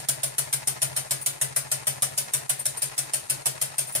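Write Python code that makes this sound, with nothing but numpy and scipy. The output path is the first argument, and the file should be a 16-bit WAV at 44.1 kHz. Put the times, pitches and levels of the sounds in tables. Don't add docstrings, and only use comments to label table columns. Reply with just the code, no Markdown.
import sys
import numpy as np
from scipy import signal
from scipy.fft import irfft
from scipy.io import wavfile
from scipy.ndimage import uniform_filter1d, minimum_filter1d

SR = 44100
rng = np.random.default_rng(int(sys.argv[2]) if len(sys.argv) > 2 else 0)


def to_wav(sig):
    pcm = np.clip(np.atleast_2d(sig), -1, 1) * 32767
    pcm = np.round(pcm).astype(np.int16)
    wavfile.write(sys.argv[1], SR, pcm.T)


N = 176400
LEFT_DELAY_S = 0.00111

# start in seconds, then gains in dB of steel clack, frame ring, bed knock
STITCHES = [(0.086, 0, 0, 4.5, 3), (0.2325, -5.2, -6, 4.2, -2), (0.3823, -1.5, -1, 3.5, 1),
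            (0.5277, -2.5, -1, -3, 1), (0.6726, -0.3, 0.5, -6, 1), (0.8186, 0, 4.5, 2.5, 6),
            (0.9644, -7, -3.5, -5.5, -5), (1.1085, -2.7, -1.3, 3.5, 0.5), (1.2611, -1.6, -1, -2, -3),
            (1.4129, -1.5, -0.5, 3.5, 3), (1.562, -1, 1.2, 4, 1), (1.7149, -3.0, -1.5, 1, -1),
            (1.8698, -1.2, 1.4, 3, 2.1), (2.0215, 0.5, 4, 5, 2.5), (2.177, -3.4, -5, 1.5, -5),
            (2.3353, -1.6, 1, 1, 0.5), (2.4942, -1, 0.5, 0.8, -0.4), (2.6548, -3.5, -4.5, 3, -3),
            (2.8194, -5, -6, -9, -3.5), (2.9791, -4, -5, -3, -3.5), (3.135, -4, -4, 3.5, -5.5),
            (3.2974, -2.5, -1.5, 0.5, 0), (3.4581, 0.5, 1.3, 0, 0.8), (3.6146, -3, -4.5, 1.5, -2),
            (3.7818, -2.5, -4, -1.2, -3), (3.9507, -3.5, -2.3, 6, -1.5)]
EARLIER_STITCH = (-.062, -0.95, 0.88, 1.8, 3.2)
# frequency in Hz, relative level in dB.
STEEL_COLOUR = [(400, -52.5), (1500, -22.5), (3000, -18), (4300, -16.5), (5200, -14), (6500, -12.5),
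                (7700, -9), (8500, -5.5), (9100, 0), (9900, -5.5), (10550, -3), (11200, -10),
                (13000, -14.5), (14800, -15), (16000, -30)]
# frequency in Hz, coherence from 0 to 1.
COHERENCE = [(50, 0.47), (150, 0.98), (650, 0.86), (900, 0.25), (2200, 0.13), (4000, 0.071), (16000, 0.033)]


def amp(db):
    return 10 ** (np.asarray(db) / 20)


def unit(x):
    return x / np.sqrt(np.mean(x ** 2) + 1e-20)


def read(points, hz):
    f, value = np.transpose(points)
    return np.interp(np.log(hz + 1), np.log(f + 1), value)


def add(mix, start_s, sound):
    at = round(start_s * SR)
    sound = sound[:, max(-at, 0):]
    part = mix[:, max(at, 0):][:, :sound.shape[1]]
    part += sound[:, :part.shape[1]]


def sides(hz):
    # frequency in Hz, left minus right in dB.
    balance = [(100, 1.7), (450, 3.5), (620, 1), (1200, 2.5), (1600, 3), (4000, 1.5), (7500, 2),
               (9100, 6.5), (9800, 1), (12000, -0.5), (15000, 0.5)]
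    lean_db = read(balance, np.atleast_1d(hz)) / 2
    return amp([lean_db, -lean_db])


def noise(colour, size):
    hz = np.fft.rfftfreq(size, 1 / SR)
    left, unrelated = np.exp(2j * np.pi * rng.random((2, len(hz))))
    coherence = read(COHERENCE, hz)
    right = coherence * left + np.sqrt(1 - coherence ** 2) * unrelated
    return unit(irfft(np.array([left, right]) * sides(hz) * amp(read(colour, hz)), size))


def ring(colour, t60, size=16384):
    out = noise(colour, size)
    if np.isscalar(t60):
        out = out * amp(-60 * np.arange(size) / SR / t60)
    else:
        hz, t, spectrum = signal.stft(out, SR, nperseg=512)
        decay = amp(-60 * t / read(t60, hz)[:, None])
        out = signal.istft(spectrum * decay, SR, nperseg=512)[1]
    return unit(out) / np.sqrt(size)


def play(force, response):
    return signal.fftconvolve(force[None], response, axes=1)


def rattle(size=2048, chatter_per_s=1700, hold_s=0.0089, fade_s=0.01, jitter_s=0.0005):
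    # delay in seconds, relative strength in dB.
    contacts = [(.0003, 0), (.003, -1), (.0062, -2.5), (.0102, 1)]
    t = np.arange(size) / SR
    force = rng.standard_normal(size) * (rng.random(size) < chatter_per_s / SR)
    force *= amp(-9) * np.exp(-np.maximum(t - hold_s, 0) / fade_s)
    for delay, db in contacts:
        at = int(abs(delay + jitter_s * rng.standard_normal()) * SR) % size
        force[at] += amp(db) * rng.choice([-1, 1])
    return force / np.linalg.norm(force)


def clacks(size=16384, repeat_share=0.46):
    # frequency in Hz, relative level in dB.
    frame_colour = [(100, -12.5), (250, -22), (350, -11), (450, -8.5), (520, -10), (620, 0), (760, -8.5),
                    (1000, -14), (1500, -8.5), (2200, -9), (3500, -19), (8000, -22.5)]
    # frequency in Hz, T60 in seconds.
    room_t60 = [(200, 0.59), (1000, 0.22), (4000, .22), (9000, 0.14), (15000, 0.16)]
    # frequency in Hz, relative level in dB, T60 in seconds.
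    head_modes = [(884, -48.5, 0.31), (1236, -36.5, 0.11), (1630, -51, 0.16), (2130, -47, 0.14),
                  (2350, -45.5, 0.16), (2693, -44.5, 0.14), (3064, -30.5, 0.13), (4470, -35, 0.13),
                  (5120, -39, .12), (5150, -30.5, 0.078), (5800, -41, .1), (5974, -31.5, .12),
                  (8920, -48, 0.12), (10300, -23, 0.076), (12500, -31, .1), (13200, -28.5, 0.17)]
    t, out = np.arange(size) / SR, np.zeros((2, N))
    head = 0
    for hz, db, t60 in head_modes:
        side_phase = (1 - read(COHERENCE, hz)) * rng.random((2, 1))
        head += sides(hz) * amp(db - 60 * t / t60) * np.sin(2 * np.pi * (hz * t + side_phase))
    steel_room, frame_room = ring(STEEL_COLOUR, room_t60), ring(frame_colour, room_t60)
    for start, steel_db, frame_db, _, _ in [EARLIER_STITCH, *STITCHES]:
        fresh_room = ring(STEEL_COLOUR, room_t60)
        tail = np.sqrt(repeat_share) * steel_room + np.sqrt(1 - repeat_share) * fresh_room
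        steel = amp(15) * ring(STEEL_COLOUR, t60=0.018) + amp(13.5) * tail
        frame = ring(frame_colour, t60=0.061) + amp(-0.5) * frame_room + head
        clack = play(rattle(), amp(steel_db) * steel + amp(frame_db) * frame)
        add(out, start - LEFT_DELAY_S / 2, clack)
    return out


def table_booms(delay_s=0.0008, pitch_spread=0.0044):
    # frequency in Hz, relative level in dB, T60 in seconds, sign.
    table_modes = [(130.9, -33.5, 0.42, 1), (143.5, -35.5, 0.4, -1), (101, -58, 0.27, 1)]
    t, out = np.arange(SR // 2) / SR, np.zeros((2, N))
    for start, _, _, _, boom_db in [EARLIER_STITCH, *STITCHES]:
        tune = 1 + pitch_spread * rng.standard_normal()
        boom = sum(sign * sides(hz) * amp(db - 60 * t / t60) * np.sin(2 * np.pi * hz * tune * t)
                   for hz, db, t60, sign in table_modes)
        add(out, start + delay_s, amp(boom_db) * boom)
    return out


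def bed_knocks(size=12000, thrust_s=0.00084, second_db=-14, rise_s=0.0033, pitch_spread=0.0055):
    # frequency in Hz, relative level in dB, T60 in seconds.
    bed_modes = [(448, -50.5, 0.24), (565.6, -36, 0.2), (614.2, -29.5, 0.13), (670, -43, 0.061)]
    t, out = np.arange(size) / SR, np.zeros((2, N))
    attack = np.minimum(t / rise_s, 1)
    for start, _, _, thrust_db, _ in [EARLIER_STITCH, *STITCHES]:
        second_s = 0.09 + 0.00398 * rng.standard_normal()
        for delay, strength_db in (thrust_s, thrust_db), (second_s, second_db):
            knock = 0
            for hz, db, t60 in bed_modes:
                tune = 1 + pitch_spread * rng.standard_normal()
                phase = 2 * np.pi * (hz * tune * t + rng.random())
                knock += sides(hz) * amp(db - 60 * t / t60) * np.sin(phase)
            add(out, start + delay, amp(strength_db) * attack * knock)
    return out


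def moving_part(colour, turn_levels, ticks_per_s, spread_db):
    starts = [row[0] for row in [EARLIER_STITCH, *STITCHES]]
    starts.append(2 * starts[-1] - starts[-2])
    turns = np.interp(np.arange(N) / SR, starts, np.arange(len(starts)))
    effort_db = 0.7 * rng.standard_normal(len(starts))[turns.astype(int)]
    ticks = (rng.random(N) < ticks_per_s / SR) * rng.choice([-1, 1], N)
    ticks = ticks * amp(spread_db * np.minimum(rng.exponential(1, N), 3))
    ticks *= amp(np.interp(turns % 1, *np.transpose(turn_levels)) + effort_db)
    spots, out = rng.integers(0, 3, N), np.zeros((2, N))
    for spot in range(3):
        direct, room = ring(colour, t60=0.011), ring(colour, t60=0.17)
        out += play(ticks * (spots == spot), direct + amp(-5.5) * room)[:, :N]
    return unit(out)


def whirr():
    # frequency in Hz, relative level in dB.
    shaft_colour = [(60, -20), (150, -1.5), (250, -13.5), (450, 8.5), (620, -13), (850, -10), (1300, -9),
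                    (2100, -13), (3500, -7.5), (6000, -8.5), (9200, 2.5), (11500, -6), (15000, -31)]
    shuttle_colour = [(120, -39), (260, -14), (450, 2), (610, 5), (800, -0.5), (1300, 1), (2100, 1),
                      (3200, -10.5), (6000, -9.5), (12000, -26)]
    # share of the turn, gain in dB.
    shaft_turn = [(0, -7), (.2, 7), (.45, -2), (.7, -4), (.9, -1), (1, 6.5)]
    shuttle_turn = [(0, -4.5), (.35, -6.5), (.57, -1), (.68, 1.5), (.78, 0.5), (.89, -4), (.97, 0), (1, -4)]
    shaft = moving_part(shaft_colour, shaft_turn, ticks_per_s=2500, spread_db=1.5)
    shuttle = moving_part(shuttle_colour, shuttle_turn, ticks_per_s=700, spread_db=3.5)
    return amp(-40) * shaft + amp(-45.5) * shuttle


def background():
    # frequency in Hz, relative level in dB.
    floor_colour = [(20, -10), (45, 5), (65, -26), (100, 10.5), (200, 1), (500, -30), (2000, -3.5),
                    (8000, -24), (16000, -32)]
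    return amp(-54.5) * noise(floor_colour, N)


def chirps(size=6000, rise_s=0.003, t60=0.13, waver_depth=0.011, overtone_ratio=1.58):
    # start in seconds, length in seconds (the fade begins halfway),
    # pitch in Hz, level in dB.
    rubs = [(1.210, 0.038, 9370, -31.5), (1.213, 0.027, 9800, -38), (2.592, 0.014, 8850, -25.5),
            (2.770, 0.016, 8970, -27.5), (3.869, 0.049, 8900, -34.5), (3.919, 0.047, 9850, -30)]
    t, out = np.arange(size) / SR, np.zeros((2, N))
    for start, length, hz, db in rubs:
        waver = unit(uniform_filter1d(rng.standard_normal((2, size)), size=40))
        phase = 2 * np.pi * np.cumsum(hz * (1 + waver_depth * waver), axis=1) / SR
        level = np.minimum(t / rise_s, 1) * amp(db - 60 * np.maximum(t - length / 2, 0) / t60)
        tone = sides(hz) * (np.sin(phase) + amp(-11) * np.sin(overtone_ratio * phase))
        friction = amp(-9) * noise(STEEL_COLOUR, size)
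        add(out, start, level * (tone + friction))
    return out


def scene():
    low_cut = signal.butter(3, 100, "high", fs=SR, output="sos")
    metal = signal.sosfilt(low_cut, clacks() + bed_knocks() + whirr() + chirps())
    left, right = metal + table_booms() + background()
    late_left = np.pad(left, (round(LEFT_DELAY_S * SR), 0))[:N]
    return np.array([late_left, right])


def record(dry):
    threshold_db, cut_share, recover_db_per_s = -24, 0.52, 88
    look_ahead_s, ceiling, top_hz = 0.017, 0.6, 15700
    ahead = round(look_ahead_s * SR)
    power_db = 10 * np.log10(abs(uniform_filter1d((dry ** 2).mean(0), size=300)) + 1e-12)
    wanted_db = cut_share * np.maximum(power_db - threshold_db, 0)
    held_db = -minimum_filter1d(-wanted_db, 2 * ahead + 1, origin=-(ahead // 2))
    recovery_db = np.arange(N) * recover_db_per_s / SR
    cut_db = np.maximum.accumulate(held_db + recovery_db) - recovery_db
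    ducked = dry * amp(-uniform_filter1d(cut_db, ahead))
    peak = abs(signal.hilbert(ducked)) / ceiling
    rounded = ducked / (1 + peak ** 4) ** 0.25
    low_pass = signal.firwin(201, top_hz, window=("kaiser", 8), fs=SR)
    return signal.oaconvolve(rounded, low_pass[None], "same")


dry = scene()
out = record(dry)
to_wav(out)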